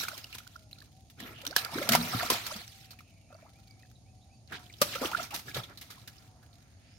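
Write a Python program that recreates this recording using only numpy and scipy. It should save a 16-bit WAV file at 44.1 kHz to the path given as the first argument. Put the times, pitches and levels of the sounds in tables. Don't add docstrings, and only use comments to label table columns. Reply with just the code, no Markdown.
import sys
import numpy as np
from scipy import signal
from scipy.fft import rfft, irfft
from scipy.io import wavfile
from scipy.ndimage import uniform_filter1d

SR = 44100
rng = np.random.default_rng(int(sys.argv[2]) if len(sys.argv) > 2 else 0)


def transcribe(signal):
    frames = np.atleast_2d(signal).T
    limited = np.clip(frames, -1, 1)
    pcm = np.round(limited * 32767).astype(np.int16)
    wavfile.write(sys.argv[1], SR, pcm)


N = 307818
TIME = np.arange(N) / SR

# [f/Hz, level/dB]
RUMBLE_COLOUR = [(15, -33.5), (30, -19), (40, -19.5), (52, -1.5), (80, 0.5), (112, 5.5), (135, -2.5),
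                 (165, -7.5), (230, -7.5), (310, -13.5), (430, -26), (700, -53.5)]
# [f/Hz, level/dB]
HISS_COLOUR = [(200, -23), (450, -3), (720, 4.5), (1000, -11.5), (1600, -16.5), (2400, -11.5), (3200, -12),
               (4500, -6), (6400, -9), (7700, -35), (9000, -17.5), (11000, -12.5), (13500, -37),
               (16000, -61)]
# [f/Hz, width/Hz, level/dB]
SIZZLE_BANDS = [(6670, 520, -76.5), (8740, 520, -81.5)]
RUMBLE_DB, HISS_DB = -57.5, -69

# [t/s, length/s, spray level/dB, gurgle level/dB, deep churn level/dB]
STROKES = [(0, 0.0025, -32, -37.5, -50), (0.057, 0.13, -48, -53, -60), (0.208, 0.19, -58.5, -61, -66),
           (0.413, 0.15, -64, -68, -86), (0.76, 0.11, -68, -72, -66), (1.203, 0.13, -60, -50.5, -50.5),
           (1.383, 0.16, -60, -53.5, -59.5), (1.584, 0.0046, -33.5, -41, -57.5),
           (1.63, 0.043, -57, -41.5, -57), (1.738, 0.14, -43.5, -41, -46), (1.933, 0.004, -30.5, -24, -34),
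           (2.014, 0.16, -39, -39.5, -44.5), (2.196, 0.07, -38.5, -36, -46.5),
           (2.322, 0.026, -32.5, -33, -47.5), (2.414, 0.19, -44.5, -48.5, -58),
           (2.636, 0.22, -57.5, -85, -82), (3.316, 0.18, -77, -64.5, -83), (3.542, 0.31, -77, -76.5, -91),
           (4.532, 0.0059, -56.5, -45, -44), (4.6, 0.32, -64, -72, -63), (4.833, 0.16, -44, -48.5, -50.5),
           (5.03, 0.043, -41, -36.5, -52), (5.124, 0.096, -49, -47, -49.5), (5.214, 0.036, -48.5, -49, -52),
           (5.341, 0.0068, -54, -42.5, -51), (5.482, 0.018, -47.5, -51.5, -47.5),
           (5.568, 0.0089, -40, -36.5, -41.5), (5.703, 0.012, -74, -56.5, -52),
           (5.82, 0.2, -64, -62.5, -79), (5.9, 0.37, -65.5, -65.5, -66), (6.408, 0.25, -78, -72, -71)]
SWELL_S, SWELL_SHARE, SETTLE_S = 0.033, 0.051, 0.028
RUNOFF_DB, RUNOFF_S = -29, 0.27
# [f/Hz, level/dB]
SPRAY_COLOUR = [(500, -38.5), (1400, -19.5), (2200, -6), (4000, -1), (5700, -5), (7500, -11),
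                (10000, -10.5), (12500, -10), (16000, -17)]
# [f/Hz, level/dB]
MIST_COLOUR = [(5000, -34.5), (7500, -12.5), (10000, -20), (12500, 9), (16000, 4.5)]
# [f/Hz, level/dB]
GURGLE_COLOUR = [(200, -9.5), (400, -11.5), (550, -5.5), (720, 4.5), (900, -0.5), (1100, 2.5), (1350, 8),
                 (1550, 0.5), (1800, 3.5), (2300, 6), (3500, -20)]
# [f/Hz, level/dB]
CHURN_COLOUR = [(40, -38.5), (110, 4.5), (230, -4), (320, -4), (450, -8), (900, -56)]

# [t/s, level/dB, rise/s, crackle fade/s, body f/Hz, body level/dB]
HITS = [(.026, -33.5, 0.011, 0.0071, 1470, -1.5), (0.082, -34.5, 0.0034, 0.006, 1330, 2),
        (0.177, -39, 0.00087, 0.011, 2510, -18), (0.2422, -46.5, .0006, 0.0033, 4670, 8.5),
        (0.3275, -48.5, .0006, 0.023, 2580, 5.5), (0.343, -37, 0.0094, 0.0056, 1500, -13),
        (.382, -40, 0.002, 0.008, 1010, -19), (0.475, -44, 0.00095, 0.0019, 4600, -3),
        (.562, -53, 0.0012, 0.0025, 5360, 5.5), (0.711, -52, 0.0012, 0.0076, 2630, -3),
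        (0.785, -55, 0.0013, 0.0051, 4200, 6), (0.803, -54, 0.0011, .003, 4250, 6),
        (0.822, -50.5, 0.00084, 0.0024, 4100, 0), (1.099, -52.5, 0.00082, 0.013, 3000, -12),
        (1.2, -43, 0.0026, .009, 1880, -3), (1.4157, -46.5, 0.00079, 0.0057, 3030, 1),
        (1.45, -38, 0.0023, 0.0026, 3090, -1), (1.465, -30.5, 0.002, 0.003, 3660, 4),
        (1.4731, -36, 0.0034, 0.0024, 5740, 3), (1.509, -44.5, 0.0013, 0.0044, 4690, 6.5),
        (1.563, -14.5, 0.00074, 0.0046, 1580, -2.5), (1.6478, -30, 0.0004, 0.0028, 5000, 0),
        (1.784, -38.5, 0.00071, 0.0067, 1400, 8.5), (1.825, -36, 0.0051, 0.0065, 2100, 3.5),
        (1.8897, -15.5, 0.00068, 0.0063, 1540, -11), (1.92, -20, 0.0013, 0.0071, 1400, -10),
        (1.931, -23, 0.0014, 0.022, 2130, -2.5), (1.949, -15.5, 0.0028, 0.0053, 900, -3.5),
        (1.956, -23, 0.00078, 0.0035, 1344, 2.5), (2.125, -41.5, 0.015, 0.015, 1282, 8.5),
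        (2.146, -39.5, 0.0028, 0.0068, 260, 7.5), (2.228, -38.5, 0.0016, .007, 2200, 3),
        (2.26, -38, .002, 0.0055, 4600, 3), (2.3, -19, 0.002, 0.011, 1010, -6),
        (2.462, -30, 0.0027, 0.013, 1320, -10.5), (2.562, -42, .002, 0.005, 4700, -1),
        (2.678, -46.5, 0.00083, 0.0039, 5740, 1), (2.907, -46.5, 0.00058, 0.015, 4320, -0.5),
        (2.931, -58, 0.0017, 0.0063, 1150, 6), (2.987, -55.5, 0.0031, 0.0093, 2280, 8),
        (3.005, -55.5, 0.0017, 0.0092, 1250, -1), (3.42, -70, .002, 0.0058, 2200, 12),
        (3.452, -71, 0.0015, 0.0062, 640, 18), (3.584, -67.5, 0.0037, 0.02, 1330, -2),
        (3.913, -57, 0.0012, 0.0036, 1350, -6), (4.475, -62, 0.00074, .004, 4300, 9.5),
        (4.519, -50.5, 0.0044, 0.02, 1500, 10.5), (4.664, -62.5, .001, .004, 3300, 11.5),
        (4.726, -61.5, 0.0009, .004, 5700, 11.5), (4.781, -57, 0.006, .008, 5200, 3),
        (4.737, -54.5, 0.0026, 0.0047, 3300, 9.5), (4.815, -20.5, 0.00033, 0.013, 593, -10),
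        (4.817, -17, 0.00033, 0.0084, 1224, -4), (4.954, -38, 0.0018, 0.0096, 1350, 1),
        (5.015, -40, 0.0024, 0.026, 518, 7.5), (5.046, -32.5, 0.0017, 0.005, 5200, -2),
        (5.054, -36, 0.0025, 0.011, 3020, 4.5), (5.072, -36.5, .001, 0.0045, 9500, -4.5),
        (5.172, -41, 0.0017, 0.0061, 3400, 0), (5.114, -36, 0.0017, 0.01, 2630, -2.5),
        (5.228, -40, 0.0013, 0.02, 5560, 0), (5.305, -45.5, 0.0029, 0.029, 2600, 0),
        (5.338, -33.5, 0.0061, 0.031, 1090, -36), (5.361, -30.5, 0.001, 0.0027, 1900, -7.5),
        (5.392, -38.5, 0.001, 0.0078, 915, -10.5), (5.481, -58.5, .003, 0.019, 1650, 15.5),
        (5.545, -37, 0.0014, 0.01, 3600, 4), (5.565, -34, 0.0027, 0.0032, 520, 1.5),
        (5.634, -49.5, 0.0022, 0.014, 3520, 9), (5.773, -48.5, 0.0016, 0.019, 4220, 1),
        (5.81, -41, 0.0063, 0.015, 2130, -11), (5.902, -43.5, 0.0035, 0.021, 1310, -10.5),
        (6.075, -42, 0.0018, 0.011, 1670, -5.5), (6.166, -60, .001, 0.0042, 5600, 3),
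        (6.181, -67, 0.0025, 0.0078, 4750, 15.5), (6.426, -64, .004, 0.017, 1500, 1.5),
        (6.53, -70, .001, .005, 4050, 14.5)]
# [f/Hz, level/dB]
CRACKLE_COLOUR = [(60, -64.5), (160, 0), (400, -7.5), (900, -9.5), (2000, -3), (4000, 1), (5700, -1),
                  (7500, -7.5), (10000, -7), (12500, -3.5), (16000, -8.5)]
FALLBACK_DB, FALLBACK_S = -36.5, 0.034
# [f/Hz, sharpness Q, level/dB]
HOLLOW_RINGS = [(114, 8.7, -7), (239, 3.8, -7), (953, 25, -4), (1335, 14, -7.5), (1670, 55, 0.5)]

# [t/s, peak level/dB, starting f/Hz]
BUBBLES = [(0.048, -36, 1320), (.081, -33, 2230), (0.115, -38, 1360), (.128, -44, 600), (.15, -50, 985),
           (0.243, -37.5, 2690), (0.354, -47.5, 940), (.402, -48.5, 1320), (.467, -44.5, 1384),
           (0.557, -39, 1310), (.492, -67, 2880), (0.729, -35.5, 3840), (.757, -55, 2350), (.78, -59, 1320),
           (0.816, -49, 1610), (0.825, -58, 1110), (1.434, -45.5, 522), (1.451, -42, 1350),
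           (1.527, -39, 1450), (1.66, -35, 1310), (1.777, -40.5, 398), (1.813, -29.5, 534),
           (1.818, -33.5, 1260), (1.89, -30, 1290), (1.89, -30, 620), (2.134, -33, 693),
           (2.204, -29.5, 1640), (2.261, -33.5, 1260), (2.229, -27, 674), (2.512, -32.5, 1260),
           (2.517, -37.5, 570), (2.54, -38, 3170), (2.616, -39.5, 3980), (3.302, -50, 666),
           (3.325, -52.5, 1290), (3.324, -49.5, 548), (3.347, -44.5, 607), (3.349, -56, 1230),
           (3.344, -49.5, 4380), (3.366, -56, 5460), (3.424, -49, 595), (3.463, -54, 1160),
           (3.679, -53, 4270), (3.709, -47.5, 4500), (3.831, -53.5, 1790), (3.85, -61, 1610),
           (4.698, -46.5, 2170), (4.705, -53.5, 1900), (4.8145, -18, 536), (4.938, -38, 1620),
           (4.953, -35, 500), (4.957, -32, 1260), (4.98, -38, 1340), (5.147, -18, 1324), (5.168, -35, 1580),
           (5.183, -37.5, 650), (5.194, -30.5, 1260), (5.198, -34, 644), (5.222, -44, 670),
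           (5.232, -52, 1200), (5.31, -42.5, 1145), (5.48, -48, 1640), (5.512, -44, 2150),
           (5.566, -37, 1334), (5.7, -56.5, 574), (5.714, -63, 1090), (5.833, -58, 1040),
           (5.924, -52, 1180), (5.976, -52, 1000)]
# [t/s, peak level/dB, starting f/Hz, length/s, end f as a factor]
CAVITIES = [(1.202, -45, 229, 0.02, 1.2), (1.225, -41.5, 215, .026, 1.2), (1.258, -53, 290, 0.033, 1.04),
            (1.46, -45, 244, 0.084, 1.83), (1.499, -43, 432, 0.058, 3.5), (1.754, -27.5, 224, 0.024, 2.9),
            (1.777, -33.5, 408, 0.018, 1.9), (1.778, -35.5, 217.5, 0.067, 3.6),
            (1.845, -40.5, 445, 0.057, 2.7), (1.887, -33, 425, 0.008, 1.1),
            (1.899, -26.5, 216, 0.066, 1.22), (1.888, -36, 130.7, 0.14, 1.23),
            (1.949, -20, 650, 0.015, 1.4), (1.956, -31.5, 231.4, 0.15, 1.08),
            (1.959, -32.5, 155.7, 0.13, 1.2), (2.148, -25, 140, 0.016, 1.3), (2.148, -31, 118, 0.086, 0.92),
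            (2.302, -27.5, 490, 0.011, 0.89), (2.318, -23.5, 380, 0.0067, 0.86),
            (2.323, -39, 207.3, 0.038, 1.3), (2.553, -40.5, 191, 0.045, 1.27),
            (5.011, -31.5, 279, 0.037, 0.85), (5.017, -35.5, 498.3, 0.081, 1.1),
            (5.045, -29.5, 452, 0.026, 0.44), (5.566, -34, 138, 0.082, 0.68)]
RING_S, RING_SLOPE = 0.017, 0.59
BUBBLE_RISE = 1.2

# [t/s, level before the swell/dB, length/s, f/Hz, end f as a factor, arch as a share of f]
HOOTS = [(0.502, -69, 0.27, 668, 0.87, 0.016), (.63, -73, 0.23, 838, 0.87, -0.004),
         (0.901, -68.5, 0.174, 725, 1.06, 0.022), (2.602, -68.5, 0.47, 782, 0.9, 0.034),
         (3.054, -76, 0.28, 690, 0.9, -0.0047), (3.381, -71, 0.66, 801, 0.89, 0.011),
         (4.0, -72, 0.36, 775, 0.93, -0.0059), (4.153, -73.5, 0.32, 804, 0.91, 0.014),
         (4.445, -66, .34, 773, 0.89, 0.00069), (6.024, -72.5, 0.61, 797, 0.85, .01)]
# [t/s, level before the swell/dB, length/s, f/Hz, width as a share of f]
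SWISHES = [(1.183, -49.5, 0.087, 3320, 0.4), (1.24, -50, 0.073, 2100, 0.9), (1.189, -58, 0.17, 420, 1),
           (1.2, -57.5, 0.13, 12720, 0.17), (1.332, -51.5, 0.11, 2890, 0.31), (1.961, -50.5, 0.42, 1650, 1),
           (2.294, -42, 0.14, 2000, 1), (2.622, -69, 0.41, 2156, 1), (2.958, -74, 0.21, 2600, 0.13),
           (4.239, -80, 0.081, 1500, 0.97), (4.475, -60, 0.07, 2590, 1), (4.513, -45.5, 0.057, 1675, 0.75),
           (4.515, -46, 0.078, 3300, 0.63), (4.562, -60.5, 0.092, 1060, 1),
           (4.888, -42.5, 0.093, 3500, 0.93), (4.92, -40.5, 0.057, 2280, 1), (5.154, -43, 0.054, 3130, 0.9),
           (5.685, -59, .06, 1400, 1), (6.187, -69.5, 0.37, 770, 1), (6.527, -72.5, 0.37, 1690, 1),
           (6.778, -66.5, 0.23, 2340, 1)]
# [t/s, level before the swell/dB, length/s, starting f/Hz, end f/Hz]
SLURPS = [(1.725, -42, 0.037, 820, 1380), (2.177, -43.5, 0.024, 640, 1260),
          (2.196, -37.5, 0.038, 1085, 1805), (2.216, -41.5, 0.033, 698, 1350),
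          (2.503, -40, 0.02, 844, 1490), (3.428, -63, 0.055, 542, 1300), (5.015, -39.5, 0.051, 922, 1442),
          (5.11, -41.5, 0.022, 623, 1210), (5.128, -33.5, 0.017, 1144, 1710),
          (5.318, -45.5, 0.037, 662, 1160)]
# [t/s, level before the swell/dB, length/s, starting f/Hz, end f/Hz, hoarseness/Hz]
BIRDS = [(2.862, -69, .11, 2800, 2450, 150), (3.03, -72, 0.14, 2660, 2310, 160),
         (3.019, -79, 0.12, 3220, 2860, 158), (3.163, -78, 0.16, 2920, 2650, 149),
         (3.135, -73, 0.095, 2450, 2270, 128), (3.248, -73, 0.14, 2210, 2680, 71),
         (3.366, -73, 0.1, 2220, 2400, 50), (3.539, -69, 0.065, 2140, 2530, 45.3),
         (3.643, -72.5, 0.15, 2360, 2217, 51.3), (3.774, -71, 0.075, 2090, 2620, 61),
         (3.947, -67, 0.025, 4200, 3770, 180), (4.045, -75.5, 0.071, 2070, 2610, 60.6),
         (4.206, -68, 0.038, 3500, 3900, 180), (4.29, -72.5, 0.071, 2220, 2644, 60),
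         (4.31, -72, 0.079, 5000, 4450, 120), (6.82, -68, 0.31, 4170, 5850, 279)]

# [f/Hz, left minus right level/dB]
PORT_BALANCE = [(100, 0.5), (700, 0), (1050, -3), (1250, 4.5), (1450, -12.5), (1800, 3), (2400, -0.5),
                (4000, -6), (5500, -9.5), (7300, -1.5), (8300, 23.5), (9300, 14), (10600, 13.5),
                (12500, 1.5), (15500, 5.5)]
# [f/Hz, likeness from 0 to 1]
PORT_LIKENESS = [(40, 0.76), (110, 0.94), (300, 0.77), (650, 0.7), (1300, 0.4), (2200, 0.057),
                 (4000, 0.081), (7000, 0.037), (15000, .05)]
# [f/Hz, phase/radians]
PORT_LEAD = [(110, .12), (300, 0.21), (600, 0.35), (1200, 1.37), (2400, 0.24)]
EDGE_HZ = 15900


def amp(db):
    return 10 ** (np.asarray(db) / 20)


def unit(x):
    return x / np.sqrt(np.mean(x ** 2) + 1e-20)


def read(points, hz):
    f, value = np.transpose(points)
    return np.interp(np.log(hz + 1), np.log(f + 1), value)


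def bins(x):
    return np.fft.rfftfreq(x.shape[-1], 1 / SR)


def colour(x, points):
    return irfft(rfft(x) * amp(read(points, bins(x))), x.shape[-1])


def add(mix, s, sound):
    part = mix[:, max(0, round(s * SR)):][:, :sound.shape[1]]
    part += sound[:, :part.shape[1]]


def noise(size):
    white = rng.standard_normal((2, size))
    (left, other), hz = rfft(white), bins(white)
    same = np.clip(read(PORT_LIKENESS, hz), 0, 1)
    right = same * left + np.sqrt(1 - same ** 2) * other
    right = right * np.exp(-1j * read(PORT_LEAD, hz))
    return irfft(np.array([left, right]), size)


def band(x, hz, width_hz):
    f = bins(x) + 1
    return irfft(rfft(x) / (1 + ((f - hz ** 2 / f) / width_hz) ** 2), x.shape[-1])


def low_drift(shape, limit_hz):
    lowpass = signal.butter(2, limit_hz, fs=SR, output="sos")
    return unit(signal.sosfilt(lowpass, rng.standard_normal(shape)))


def patter(size, per_s, spread_db, fade_s):
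    falls = rng.random(size) < per_s / SR
    sizes_db = spread_db * np.minimum(rng.exponential(1, size), 3.5)
    hits = falls * amp(sizes_db) ** 2
    power = signal.lfilter([1], [1, -np.exp(-2 / (fade_s * SR))], hits)
    return unit(np.sqrt(power + 1e-6))


def mottle(x, patchy_db):
    z = signal.stft(x, nperseg=512, noverlap=384)[2]
    patches = rng.standard_normal(z.shape[1:])
    patches = uniform_filter1d(patches, size=9, axis=0)
    patches = unit(uniform_filter1d(patches, size=6, axis=1))
    return unit(signal.istft(z * amp(patchy_db * patches), nperseg=512, noverlap=384)[1][:, :N])


def blurred(hz, blur_hz, steady):
    phase = 2 * np.pi * np.cumsum(hz) / SR
    a, b = low_drift((2, len(hz)), blur_hz)
    return unit((steady + a) * np.cos(phase) + b * np.sin(phase))


def bubble(hz, length, glide, lead, swell=0.23):
    u = np.arange(int(1.9 * length * SR) + 2) / (length * SR)
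    shape = (u / swell) ** 2 * np.exp(2 * (1 - u / swell))
    phase = 2 * np.pi * np.cumsum(hz * glide ** np.minimum(u, 1)) / SR
    return shape * np.sin(phase - np.array([[0], [lead]]))


def swarm(count, low_hz, high_hz, cycles, spread_db, glide):
    out = np.zeros((2, N))
    when, pitch, size, ring, rise, place = rng.random((count, 6)).T
    pitches = low_hz * (high_hz / low_hz) ** pitch
    scatter = 2 * np.pi * (place - .5) * (1 - read(PORT_LIKENESS, pitches))
    leads = read(PORT_LEAD, pitches) + scatter
    gains = amp(-spread_db * np.log(np.maximum(size, .04)))
    lengths = cycles * (.5 + ring) / pitches
    climbs = 1 + glide * rise
    for s, hz, gain, lead, length, climb in zip(when * N / SR, pitches, gains, leads, lengths, climbs):
        add(out, s, gain * bubble(hz, length, climb, lead))
    return unit(out)


def bank(x, t60=0.51, wet_db=-16):
    t = np.arange(SR // 2) / SR
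    tail = noise(len(t)) * amp(-60 * t / t60) * (t > .003)
    return amp(wet_db) * signal.fftconvolve(x, tail / np.linalg.norm(tail[0]), axes=1)[:, :N]


def open_air():
    rumble = amp(RUMBLE_DB) * unit(colour(noise(N), RUMBLE_COLOUR))
    hiss = amp(HISS_DB) * mottle(colour(noise(N), HISS_COLOUR), patchy_db=1.0)
    sizzle = sum(amp(db) * unit(band(noise(N), hz, width)) for hz, width, db in SIZZLE_BANDS)
    return rumble + hiss + sizzle + hoots() + birds()


def stirred(column):
    t = TIME[::32]
    power = np.zeros(len(t))
    for row in STROKES:
        s, length = row[:2]
        swell = np.clip(1 + (t - s) / (SWELL_S + SWELL_SHARE * length), 0, 1) ** 0.89
        after = np.maximum(t - s - length, 0)
        settling = np.exp(-after / SETTLE_S) + amp(RUNOFF_DB) * np.exp(-after / RUNOFF_S)
        power += (amp(row[column]) * swell * settling) ** 2
    return np.interp(TIME, t, np.sqrt(power))


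def spray(ticks_db=-1, plinks_db=-9, mist_db=-10, full_db=-40, plink_growth=0.06, mist_growth=0.28):
    level = stirred(column=2)
    force = np.minimum(level / amp(full_db), 1)
    ticks = mottle(colour(noise(N) * patter(N, 900, 2.3, 0.012), SPRAY_COLOUR), patchy_db=4.5)
    plinks = swarm(count=7000, low_hz=2340, high_hz=6550, cycles=14, spread_db=-6.0, glide=0.055)
    mist = mottle(colour(noise(N) * patter(N, 1200, 1.5, 0.00093), MIST_COLOUR), patchy_db=3.5)
    specks = amp(plinks_db) * plinks * force ** plink_growth
    haze = amp(mist_db) * mist * force ** mist_growth
    return level * (amp(ticks_db) * ticks + specks + haze)


def gurgle(squelch_db=-6.0, bubbles_db=-7):
    squelch = mottle(colour(noise(N) * patter(N, 680, 0.73, 0.012), GURGLE_COLOUR), patchy_db=5)
    crowd = swarm(count=6400, low_hz=398.8, high_hz=2704, cycles=13, spread_db=-3.0, glide=0.19)
    bubbles = unit(colour(crowd, GURGLE_COLOUR))
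    return stirred(column=3) * (amp(squelch_db) * squelch + amp(bubbles_db) * bubbles)


def churn(level_db=-3.0, waver_hz=45, waver_share=0.13, wobble_db=-8, wobble_hz=235):
    level = stirred(column=4)
    cavity_hz = wobble_hz * np.exp(waver_share * low_drift(N, waver_hz))
    cavity = unit(np.sin(2 * np.pi * np.cumsum(cavity_hz) / SR))
    mass = unit(colour(noise(N), CHURN_COLOUR))
    return level * (amp(level_db) * mass + amp(wobble_db) * cavity * np.sqrt(level / level.max()))


def drips(level_db=-56, growth=0.32, seep_db=-54, plops_db=-53, seep_growth=0.79):
    level = stirred(column=2)
    force = level / level.max()
    ticks = unit(colour(noise(N) * patter(N, 40, 2.0, 0.0052), SPRAY_COLOUR))
    seep = unit(band(noise(N) * patter(N, 150, 2.8, 0.0065), 1700, 1500))
    plops = swarm(count=600, low_hz=1280, high_hz=5230, cycles=15, spread_db=-7.5, glide=0.12)
    trickle = amp(seep_db) * seep + amp(plops_db) * plops
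    return amp(level_db) * ticks * force ** growth + trickle * force ** seep_growth


def slaps_and_drops(body_width=0.24, body_hold=0.8):
    out, size = np.zeros((2, N)), 2 ** 13
    t = np.arange(size) / SR
    for s, db, rise, fade, hz, body_db in HITS:
        attack, after = np.minimum(t / rise, 1), np.maximum(t - rise, 0)
        dying = np.exp(-after / fade) + amp(FALLBACK_DB) * np.exp(-after / FALLBACK_S)
        film = noise(size) * patter(size, 3200, 0.85, 0.00039)
        crackle = unit(colour(film, CRACKLE_COLOUR)) * dying
        body = unit(band(noise(size), hz, body_width * hz)) * np.exp(-after / (fade * body_hold))
        add(out, s, amp(db) * attack * (crackle + amp(body_db) * body))
    return out


def hollow_ring(x):
    return sum(amp(db) * signal.lfilter(*signal.iirpeak(hz, q, SR), x) for hz, q, db in HOLLOW_RINGS)


def pocket(hz, length, glide, froth_db=-14, tick_db=-19, tick_fade=0.0016):
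    ring = bubble(hz, length, glide, read(PORT_LEAD, hz))
    froth = unit(uniform_filter1d(rng.standard_normal(SR // 2), size=50))
    out = ring * (1 + amp(froth_db) * froth[:ring.shape[1]])
    t = np.arange(1024) / SR
    tick = unit(colour(noise(len(t)), CRACKLE_COLOUR)) * np.exp(-t / tick_fade)
    add(out, length / 10, amp(tick_db) * hz / 1500 * tick)
    return out


def gulps():
    out = np.zeros((2, N))
    for s, db, hz, length, glide in CAVITIES:
        add(out, s, amp(db) * pocket(hz, length, glide))
    for s, db, hz in BUBBLES:
        length = RING_S * (10 ** 3 / hz) ** RING_SLOPE
        add(out, s, amp(db) * pocket(hz, length, BUBBLE_RISE))
    return out


def hoots():
    out = np.zeros((2, N))
    for s, db, length, hz, glide, arch in HOOTS:
        u = np.minimum(np.arange(SR) / (length * SR), 1)
        bow = 4 * u * (1 - u)
        note = blurred(hz * glide ** u * (1 + arch * bow), blur_hz=56, steady=3.2) * bow
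        add(out, s, amp(db) * np.array([note, note]))
    return out


def swishes(swell_power=0.99):
    out, size = np.zeros((2, N)), SR // 2
    for s, db, length, hz, width in SWISHES:
        grain = unit(band(noise(size) * patter(size, 1500, 1.3, 0.0011), hz, width * hz))
        u = np.minimum(np.arange(size) / (length * SR), 1)
        swell = abs(np.sin(np.pi * u)) ** swell_power
        add(out, s, amp(db) * grain * swell)
    return out


def slurps(froth_hz=110, steady=0.9):
    out = np.zeros((2, N))
    for s, db, length, first_hz, last_hz in SLURPS:
        u = np.minimum(np.arange(SR // 8) / (length * SR), 1)
        note = blurred(first_hz * (last_hz / first_hz) ** u, blur_hz=froth_hz, steady=steady)
        add(out, s, amp(db) * np.array([note, note]) * np.sin(np.pi * u))
    return out


def birds(steady=0.45):
    out = np.zeros((2, N))
    for s, db, length, first_hz, last_hz, hoarse_hz in BIRDS:
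        u = np.minimum(np.arange(SR // 3) / (length * SR), 1)
        pitch = first_hz + (last_hz - first_hz) * np.sin(np.pi * u / 2)
        note = blurred(pitch, blur_hz=hoarse_hz, steady=steady)
        add(out, s, amp(db) * np.array([note, note]) * np.sin(np.pi * u))
    return out + bank(out, t60=0.45, wet_db=-3.5)


def scene(ring_db=-2):
    splashing = slaps_and_drops() + spray() + gurgle() + swishes()
    ringing = amp(ring_db) * hollow_ring(splashing)
    water = splashing + ringing + gulps() + slurps() + drips() + churn()
    return water + bank(water) + open_air()


def record(dry):
    ratio = amp(read(PORT_BALANCE, bins(dry)))
    ports = np.array([ratio, np.ones_like(ratio)]) * np.sqrt(2 / (1 + ratio ** 2))
    heard = irfft(rfft(dry) * ports, N)
    lowpass = signal.firwin(401, EDGE_HZ, window=("kaiser", 8), fs=SR)
    return signal.oaconvolve(heard, lowpass[None], "same")


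dry = scene()
out = record(dry)
transcribe(out)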